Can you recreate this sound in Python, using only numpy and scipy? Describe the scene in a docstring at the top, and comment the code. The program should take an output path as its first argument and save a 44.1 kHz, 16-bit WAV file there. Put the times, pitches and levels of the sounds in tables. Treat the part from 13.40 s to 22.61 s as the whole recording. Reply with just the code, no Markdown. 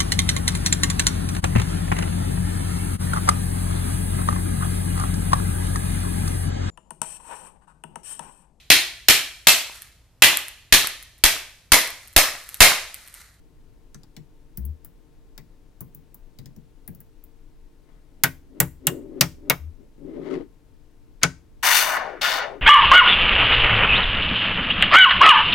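"""Cubes of small magnetic balls snap together on a table in a small room: dense flurries of collisions excite
resonances, and each blow thumps the modes of the table top. Before this, single balls tick under the fingers.
Between the snaps the blocks rub along the table; the bar is then dragged back and tipped over. Last, two strips
of balls skid in a dense rattle, filtered noise pulses whose treble dies and whose drone sinks as they slow down.
Low booms, wall reflections and a quiet hum and hiss complete the scene."""
import sys
import numpy as np
from scipy import signal
from scipy.fft import rfft, irfft, next_fast_len
from scipy.io import wavfile

SR = 44100
rng = np.random.default_rng(int(sys.argv[2]) if len(sys.argv) > 2 else 0)


def persist_wave(psi):
    """Save psi, clipped to +-1, as 16-bit WAV."""
    counts = np.round(np.clip(psi, -1, 1) * 32767).astype(np.int16)
    wavfile.write(sys.argv[1], SR, np.atleast_2d(counts).T)


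N = 406161
TIME = np.arange(N) / SR
AGE = TIME[:SR // 2]   # seconds since a blow


def amp(db):
    """Level as a logarithm: 20 dB is a factor of ten in amplitude."""
    return 10 ** (np.asarray(db) / 20)


def rms_one(x):
    """Normalisation by effective value: scale to unit rms."""
    return x / np.sqrt(np.mean(x ** 2) + 1e-20)


def at_hz(points, hz):
    """Interpolation on a logarithmic frequency axis, where equal steps are equal intervals."""
    f, value = np.transpose(points)
    return np.interp(np.log(np.maximum(hz, 1)), np.log(f), value)


def gain_curve(s, db):
    """Envelope: a level curve, linear in dB, as gain; practically silent outside its points."""
    return amp(np.interp(TIME, s, db, left=-200, right=-200))


def add(out, s, sound):
    """Superposition: mix a sound in at a time in seconds."""
    i = int(s * SR)
    out[:, i:i + sound.shape[-1]] += sound[..., :N - i]


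def pan(db):
    """Interaural level difference: left and right gains for left minus right in dB."""
    return amp(np.array([[db], [-db]]) / 2)


def stereo(pair, side_db):
    """Partial coherence: two signals serve as mid and side."""
    return pair[0] + amp(side_db) * pair[1] * np.array([[1], [-1]])


def band(x, low_hz, high_hz, order=2):
    """Causal band-pass filtering."""
    edges_hz = [low_hz, min(high_hz, SR * .48)]
    sos = signal.butter(order, edges_hz, "band", fs=SR, output="sos")
    return signal.sosfilt(sos, x + 1e-18)


def resonate(x, hz, width_hz):
    """Simple resonator: a pole pair whose bandwidth sets its damping, with gain 1 at the peak."""
    r = np.exp(-np.pi * width_hz / SR)
    zeros = np.array([1, 0, -1]) * (1 - r * r) / 2
    poles = [1, -2 * r * np.cos(2 * np.pi * hz / SR), r * r]
    return signal.lfilter(zeros, poles, x + 1e-18)


def colour(x, spectrum):
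    """Linear filtering in the frequency domain: give a steady sound a spectrum, with rms 1."""
    length = x.shape[-1]
    size = next_fast_len(length)
    gain = amp(at_hz(spectrum, np.fft.rfftfreq(size, 1 / SR)))
    return rms_one(irfft(rfft(x, size) * gain, size)[..., :length])


def contacts(per_s, spread_db, size):
    """Random impulse train: ball collisions of uneven strength; independent signs decorrelate two copies."""
    strength = amp(spread_db * np.clip(rng.standard_normal(size), -2, 2))
    struck = rng.random(size) < per_s / SR
    return struck * strength * rng.choice([-1, 1], (2, size))


def flurry(settle_s, shape, side_db, rise_s):
    """Shot noise with a decaying envelope: collisions die away as the balls settle, heard through a filter."""
    fade = np.exp(-AGE / settle_s) * (1 - np.exp(-AGE / rise_s))
    pair = shape(contacts(16000, 1.8, size=len(AGE)) * fade)
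    fade_rms = np.sqrt(np.mean(fade ** 2))
    return stereo([rms_one(p) for p in pair], side_db) * fade_rms


def drone(hz, band_hz):
    """Roughness excitation: one bumpy surface passed over faster or slower, so that pitch follows speed."""
    low_hz, high_hz = band_hz   # of the roughness when passed at a nominal 1 kHz
    undertone_db = -14.5        # coarser roughness, an octave below
    passed = np.cumsum(hz) / 1000
    bumps = stereo(contacts(6000, 1.2, size=len(hz)), -8.5)
    fine = rms_one(band(bumps, low_hz, high_hz))
    coarse = rms_one(band(bumps, low_hz / 2, high_hz / 2, order=1))
    roughness = fine + amp(undertone_db) * coarse
    return np.array([np.interp(passed, np.arange(len(hz)), side) for side in roughness])


def still_room():
    """Stationary background: noise shaped into rumble and hiss, plus the steady sinusoids of a faint hum."""
    # Spectrum of the still room. 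Each row: frequency in Hz, relative density in dB per Hz.
    room_spectrum = [(12, -28.5), (20, 2), (39, -9), (59, -19), (141, -20), (203, -28), (247, -25.5),
                     (300, -22.5), (326, -24.5), (456, -32.5), (713, -38), (916, -42.5), (1280, -44.5),
                     (1470, -45), (15800, -58)]
    # Partials of the hum. Each row: frequency in Hz, rms level in dB before panning.
    hum_partials = [(263.8, -75), (301.5, -73.5), (452.2, -72.5), (904.4, -82), (1055, -86)]
    hiss = amp(-50) * colour(stereo(rng.standard_normal((2, N)), -4.5), room_spectrum)
    hum = 0
    for hz, db in hum_partials:
        hum = hum + amp(db) * np.sqrt(2) * np.sin(2 * np.pi * (hz * TIME + rng.random()))
    return pan(4.7) * (hiss + hum)


def echoes(x, early_db, late_db, early_t60):
    """Reverberation: quick reflections from nearby walls, then a faint tail decaying band by band."""
    # Decay of the room. 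Each row: frequency in Hz, time to fall by 60 dB in seconds.
    room_t60 = [(150, .36), (1500, .28), (6000, .29), (15000, .27)]
    edges = np.geomspace(100, 20000, 9)
    late = 0
    for low, high in zip(edges, edges[1:]):
        noise = stereo(rng.standard_normal((2, len(AGE))), -7.0)
        late = late + band(noise, low, high) * amp(-60 * AGE / at_hz(room_t60, np.sqrt(low * high)))
    noise = stereo(rng.standard_normal((2, len(AGE))), -2.5)
    early = band(noise, 500, 20000, order=1) * amp(-60 * AGE / early_t60)
    # the reflections begin after 3 ms, the tail after 8 ms
    response = amp(early_db) * rms_one(early * (AGE > .003)) + amp(late_db) * rms_one(late * (AGE > .008))
    return signal.fftconvolve(x, response / np.sqrt(len(AGE)), axes=1)[:, :N]


def booms():
    """Frequency-modulated sinusoid: a brief low, nearly pure shudder that rises a little in pitch."""
    # Low booms. 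Each row: start in seconds, length in seconds, level in dB before panning,
    # first frequency in Hz, last frequency in Hz.
    boom_rows = [(1.18, 0.13, -27, 57, 75.2), (6.178, 0.11, -32, 69, 80)]
    attack_s, release_s = .025, .025   # time constants
    out = np.zeros((2, N))
    for s, length_s, db, first_hz, last_hz in boom_rows:
        release = np.exp(-np.maximum(AGE - length_s, 0) / release_s)
        level = (1 - np.exp(-AGE / attack_s)) * release
        hz = np.interp(AGE, [0, length_s], [first_hz, last_hz])
        tone = np.sin(2 * np.pi * np.cumsum(hz) / SR)
        add(out, s, pan(7.1) * amp(db) * level * tone)
    return out


def slides():
    """Friction noise: rows of balls rub over the groaning table; faster strokes are louder and higher, with grit."""
    # The whole bar is dragged back. Each row: time in seconds, rub level in dB, grit level in dB,
    # both before the gains and panning below.
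    drag_curve = [(6.58, -52.5, -77), (6.606, -48, -83), (6.66, -38, -71), (6.758, -37.5, -59),
                  (6.784, -32, -65), (6.848, -36, -53), (6.938, -28.5, -43.5), (7.01, -34, -59.5),
                  (7.07, -61, -80.5)]
    # A block slides a short way. Each row: time when fastest in seconds, swell in seconds, fade in seconds,
    # rub level in dB, grit level in dB, both before the gains and panning below.
    short_slides = [(4.49, .06, 0.29, -68, -66.5), (4.83, .12, .03, -53, -75.5),
                    (5.185, .11, .05, -39, -68), (5.48, .1, .1, -35.5, -62), (5.533, .06, .25, -32, -65.5),
                    (5.79, .2, .05, -34.5, -69), (6.095, .15, .04, -35.5, -65), (6.4, .06, .17, -49.5, -82),
                    (7.01, .02, 0.049, -35, -65)]
    # Spectrum of the table's groan. Each row: frequency in Hz, relative density in dB per Hz.
    groan_spectrum = [(71, -49.5), (120, -29.5), (157, -8), (201, -20), (253, -1.5), (354, -5.5),
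                      (380, -1.5), (505, -20), (572, -10), (659, -29), (1000, -39), (1300, -54),
                      (2200, -120)]
    # Spectrum of the fine grit. Each row: frequency in Hz, relative density in dB per Hz.
    grit_spectrum = [(400, -26), (600, 4), (800, 0), (1340, -1.5), (1580, -7.5), (2090, -1.5), (2470, -12),
                     (3060, -10.5), (14000, -43)]
    range_db = 26   # rise over the swell, fall over the fade
    drag_pan_db, slide_pan_db = 9, 6   # left minus right
    groan_db, rubbing_db, scratch_db = -3.5, -4, -4   # gains of the three parts
    base_hz, base_at_db, db_per_octave = 364.2, -31, 42   # passing rate as a function of rub level

    s, rub_db, grit_db = np.transpose(drag_curve)
    rub = pan(drag_pan_db) * gain_curve(s, rub_db)
    grit = gain_curve(s, grit_db)
    for s, swell_s, fade_s, rub_db, grit_db in short_slides:
        distance = np.maximum((s - TIME) / swell_s, (TIME - s) / fade_s).clip(0, 10)
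        stroke = amp(-range_db * distance)
        rub = rub + pan(slide_pan_db) * amp(rub_db) * stroke
        grit = grit + amp(grit_db) * stroke

    octaves = (20 * np.log10(rub.mean(0)) - base_at_db) / db_per_octave
    rubbing = drone(base_hz * 2 ** np.maximum(octaves, -1), band_hz=(860, 1160))
    groan = colour(stereo(contacts(2500, 5.8, size=N), -5.5), groan_spectrum)
    scratch = colour(stereo(contacts(2000, 3.4, size=N), -12.0), grit_spectrum)
    rubbed = rub * (amp(groan_db) * groan + amp(rubbing_db) * rubbing)
    return rubbed + pan(19.0) * amp(scratch_db) * grit * scratch


def skids():
    """Chatter of repeated impacts: all balls of a fast strip rattle; slowing, the treble dies and the drone sinks."""
    # A strip is thrown. Each row: start in seconds, time it starts to slow in seconds, time it comes to rest
    # in seconds, drone passing rate in Hz and drone level in dB (before panning) at full speed,
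    # sizzle level in dB relative to the clack.
    throws = [(8.227, 8.563, 8.83, 881.7, -31.5, 0), (8.811, 8.986, 9.24, 799.3, -32.5, -9)]
    # How hard each strip chatters, one list per strip. Each row: time in seconds, level of the table's ring
    # in dB, level of the balls' clack in dB, both before trim and panning.
    chatter = [
        [(8.235, -22.5, -27.5), (8.271, -17.5, -21), (8.283, -15.5, -23), (8.369, -22.5, -17.5),
         (8.461, -25.5, -30), (8.569, -22.5, -39), (8.593, -30, -44), (8.8, -47.5, -71.5)],
        [(8.82, -27.5, -24), (8.848, -20, -25), (8.944, -26, -29), (9.026, -26, -38), (9.106, -46.5, -60),
         (9.2, -59, -81)],
    ]
    # Spectrum of the rattle, one list per strip. Each row: frequency in Hz, relative density in dB per Hz.
    rattle_spectra = [
        [(530, -30.5), (900, 10.5), (1350, -3), (1540, 5.5), (1750, 1.5), (2820, -7.5), (3260, -11.5),
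         (3540, -13.5), (5370, -13.5), (6120, -10.5), (6900, -18), (13300, -15.5), (15500, -16)],
        [(900, -22), (1500, -8), (2100, -12), (2800, -14), (5500, -17.5), (9000, -23.5), (15500, -20)],
    ]
    # Strip and table ringing. Each row: frequency in Hz, bandwidth in Hz, gain in dB before the spectrum.
    strip_rings = [(1226, 34, 4), (1424, 110, 11.5), (1830, 290, 5.5), (2180, 130, 2.5), (2910, 160, 4.5),
                   (3580, 140, 12), (4350, 300, 5), (6080, 73, 0.5)]
    # Ring, clack and sizzle. Each row: low edge in Hz, high edge in Hz, trim in dB, left minus right in dB.
    registers = [(955, 2860, -2.2, 2.7), (2500, 6330, -1.5, 9.2), (6770, 15600, -3.0, 7.6)]
    hop_loss_db, hop_fade_s = 22, .028   # a slowing strip stops hopping and loses its sizzle
    drone_db_per_decade = 40             # the drone fades as the speed falls
    attack_s, release_s = .0059, .058

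    out = np.zeros((2, N))
    for throw, rows, spectrum in zip(throws, chatter, rattle_spectra):
        start, slow_s, rest_s, drone_hz, drone_db, sizzle_db = throw
        t = start + TIME[:SR]
        s, *columns = np.transpose(rows)
        ring_db, clack_db = [np.interp(t, s, c) for c in columns]

        # the squared speed falls linearly; the speed itself is held at a tenth or more
        slowing_s = np.maximum(t - slow_s, 0)
        speed = np.sqrt(np.clip(1 - slowing_s / (rest_s - slow_s), .01, 1))
        hop_db = clack_db + sizzle_db - hop_loss_db * (1 - np.exp(-slowing_s / hop_fade_s))

        impacts = stereo(contacts(3500, 1.3, size=SR), -9.0)
        ringing = sum(amp(db) * resonate(impacts, hz, width) for hz, width, db in strip_rings)
        rattle = colour(impacts + ringing, spectrum)

        drone_gain = amp(drone_db + drone_db_per_decade * np.log10(speed))
        sound = pan(11.5) * drone_gain * drone(drone_hz * speed, band_hz=(664, 1370))
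        for (low, high, trim_db, pan_db), db in zip(registers, (ring_db, clack_db, hop_db)):
            part = rms_one(band(rattle, low, high, order=4))
            sound = sound + pan(pan_db) * amp(db + trim_db) * part
        gate = np.interp(t, [start, start + attack_s, s[-1], s[-1] + release_s], [0, 1, 1, 0])
        add(out, start, sound * gate)
    return out


def ticks():
    """Impact excitation in miniature: a ball hops into its neighbour's hollow, with a soft push on the table."""
    # Single balls shift in the grip. Each row: start in seconds, sizzle level in dB, clack level in dB,
    # clack frequency in Hz, knock level in dB, knock frequency in Hz, thump level in dB;
    # levels are relative, before the gains and panning below.
    tick_rows = [(0.5444, -51, -42.5, 6000, -51.5, 1500, -45), (0.633, -56, -52.5, 4980, -60, 912, -65),
                 (0.7653, -45, -43.5, 4100, -51.5, 2210, -42),
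                 (1.1729, -20.5, -49.5, 5420, -55.5, 1820, -35.5), (1.2524, -28, -67, 3080, -73, 915, -44),
                 (1.4468, -28.5, -59, 5070, -60, 1510, -58), (1.9779, -35, -43.5, 4400, -47.5, 1980, -47.5),
                 (2.4065, -25.5, -50.5, 6900, -50, 980, -39.5), (2.5473, -32.5, -62, 6490, -76, 902, -48.5),
                 (2.7439, -33, -59.5, 6600, -61, 953, -59), (2.9873, -41, -46.5, 3940, -58, 1940, -42),
                 (3.058, -42, -48, 4900, -60, 1890, -44.5), (3.1631, -48, -60.5, 5750, -69, 902, -44),
                 (3.477, -26.5, -57, 4320, -51, 1850, -38.5), (3.5484, -37.5, -62, 5430, -75, 1060, -50),
                 (3.6037, -35, -64, 6940, -63, 1520, -71), (3.8387, -36.5, -76, 3190, -72, 1350, -70)]
    sizzle_gain_db, clack_gain_db, knock_gain_db, thump_gain_db = -3, 4, 0, 2
    body_hz, thump_hz = 680, 138   # the block's hollow body; the push on the table

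    out = np.zeros((2, N))
    for s, sizzle_db, clack_db, clack_hz, knock_db, knock_hz, thump_db in tick_rows:
        def sizzle_filter(x):
            return resonate(band(x, 9800, 17200), 17200, 2400)

        def clack_filter(x):
            rings = resonate(x, clack_hz, 3300) + 1.1 * resonate(x, clack_hz, 250)
            return band(rings, 1500, 11600, order=1)

        def knock_filter(x):
            rings = resonate(x, knock_hz, 620) + .5 * resonate(x, body_hz, 430)
            return band(rings, 300, 1700)

        def push_filter(x):
            return band(resonate(x, thump_hz, 58), 43, 298)

        sizzle = flurry(.0034, sizzle_filter, -5.0, rise_s=.0001)
        clack = flurry(.0026, clack_filter, -4.5, rise_s=.00019)
        knock = flurry(.012, knock_filter, -12.0, rise_s=.0012)
        push = flurry(.035, push_filter, -2.0, rise_s=.0046)
        body = amp(clack_db + clack_gain_db) * clack + amp(knock_db + knock_gain_db) * knock
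        tick = pan(4.9) * amp(sizzle_db + sizzle_gain_db) * sizzle + pan(5.9) * body
        add(out, s, tick + pan(7.5) * amp(thump_db + thump_gain_db) * push)
    return out


def thump(centre_hz, contact_s):
    """Modal synthesis: the table top's damped modes after a push that builds over the contact time."""
    # Modes of the table top. Each row: frequency in Hz, level in dB before the detuning loss,
    # time to fall by 60 dB in seconds.
    table_modes = [(70, -14, 0.83), (90.4, -12, 0.43), (134.8, -0.5, 0.2), (156, -3, .18), (171.5, 2, 0.17),
                   (263, -10.5, 0.32), (323, -13, 0.24), (387.3, -12.5, .16), (457, -13.5, 0.14),
                   (587, -15, 0.15)]
    hz, db, t60 = np.transpose(table_modes)[:, :, None]
    # modes far from the thump pitch are driven less (7.5 dB per octave), except from an octave above it up
    octaves_off = np.abs(np.log2(hz / centre_hz))
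    db = db - 7.5 * octaves_off * (hz < 2 * centre_hz)
    swing = np.sin(2 * np.pi * (hz * AGE + rng.random(hz.shape)))
    return (swing * amp(db - 60 * AGE / t60)).sum(0) * (1 - np.exp(-AGE / contact_s))


def knock_body(x, knock_hz):
    """Parallel resonances: a broad one with a ringing core, set by the blow, and rings that all blows share."""
    # Rings shared by every knock. Each row: frequency in Hz, bandwidth in Hz, relative gain in dB.
    knock_rings = [(1497, 20, 4), (1900, 70, 1), (2174, 80, 1)]
    rings = sum(amp(db) * resonate(x, hz, width) for hz, width, db in knock_rings)
    core = resonate(x, knock_hz, 950) + 3.2 * resonate(x, knock_hz, 35)
    return band(core + rings, 980, 5000)


def snaps():
    """Multiple impact: hundreds of balls collide in milliseconds; steel sizzles, blocks clack, the table thumps."""
    # Blocks strike. Each row: start in seconds, thump frequency in Hz, thump level in dB, clatter level in dB,
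    # knock frequency in Hz, knock level in dB, clack frequency in Hz, clack level in dB, sizzle level in dB,
    # settling time in seconds; levels are relative, before panning.
    snap_rows = [(4.8355, 123, -21.5, -20.5, 1550, -11, 5800, -11, -6, .0046),
                 (5.2015, 138, -16.5, -19.5, 1980, -17.5, 7600, -11.5, -5, .0037),
                 (5.469, 134.3, -23, -24, 2820, -16.5, 7400, -10, -8.5, .0032),
                 (5.8093, 160.4, -16.5, -17.5, 2300, -15.5, 4900, -4, -8, .0045),
                 (6.098, 140, -24, -14.5, 2200, -10.5, 5400, -11.5, -7, .0032),
                 (7.815, 175, -63.5, -41, 1520, -39.5, 4500, -59, -66.5, .005),
                 (7.826, 174, -49.5, -39, 1500, -25, 4520, -42.5, -57, .004),
                 (7.832, 180, -17.5, -19, 1541, -7.5, 6000, -4, -22, .0033)]
    out = np.zeros((2, N))
    for row in snap_rows:
        s, thump_hz, thump_db, clatter_db, knock_hz, knock_db, clack_hz, clack_db, sizzle_db, settle_s = row

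        def sizzle_filter(x):
            return band(x, 11800, 15600, order=1)

        def clack_filter(x):
            return band(resonate(x, clack_hz, 2600), 1500, 10000)

        sizzle = flurry(settle_s, sizzle_filter, -7.5, rise_s=.00008)
        clack = flurry(settle_s, clack_filter, -8.0, rise_s=.00037)
        knock = flurry(settle_s * 2.6, lambda x: knock_body(x, knock_hz), -7.5, rise_s=.0019)
        clatter = flurry(.015, lambda x: band(x, 320, 1600), -5.5, rise_s=.0054)
        balls = amp(sizzle_db) * sizzle + amp(clack_db) * clack + amp(knock_db) * knock
        table = amp(thump_db) * thump(thump_hz, contact_s=.0077)
        add(out, s, pan(1.4) * balls + pan(2.6) * amp(clatter_db) * clatter + pan(5.5) * table)
    return out


def scene():
    """Superposition of direct sound and reflections: everything on the table, heard from close by."""
    blows, small, moves = snaps(), ticks(), slides() + skids()
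    # a block radiates a different flurry in each direction, so the walls also return one not heard directly
    walls = sum(echoes(x, early_db=-17.5, late_db=-27.0, early_t60=.1) for x in (blows, snaps()))
    walls += echoes(small, early_db=-9.0, late_db=-17.5, early_t60=.077)
    walls += echoes(moves, early_db=-10.0, late_db=-20.5, early_t60=.076)
    return blows + small + moves + walls + booms() + still_room()


def record(dry):
    """Overload and band limiting: peaks beyond full scale are clipped, then a steep low-pass cuts the top."""
    low_pass = signal.cheby2(16, 50, 16450, fs=SR, output="sos")   # 50 dB down from 16450 Hz
    return signal.sosfilt(low_pass, np.clip(dry, -1, 1))


dry = scene()
out = record(dry)
persist_wave(out)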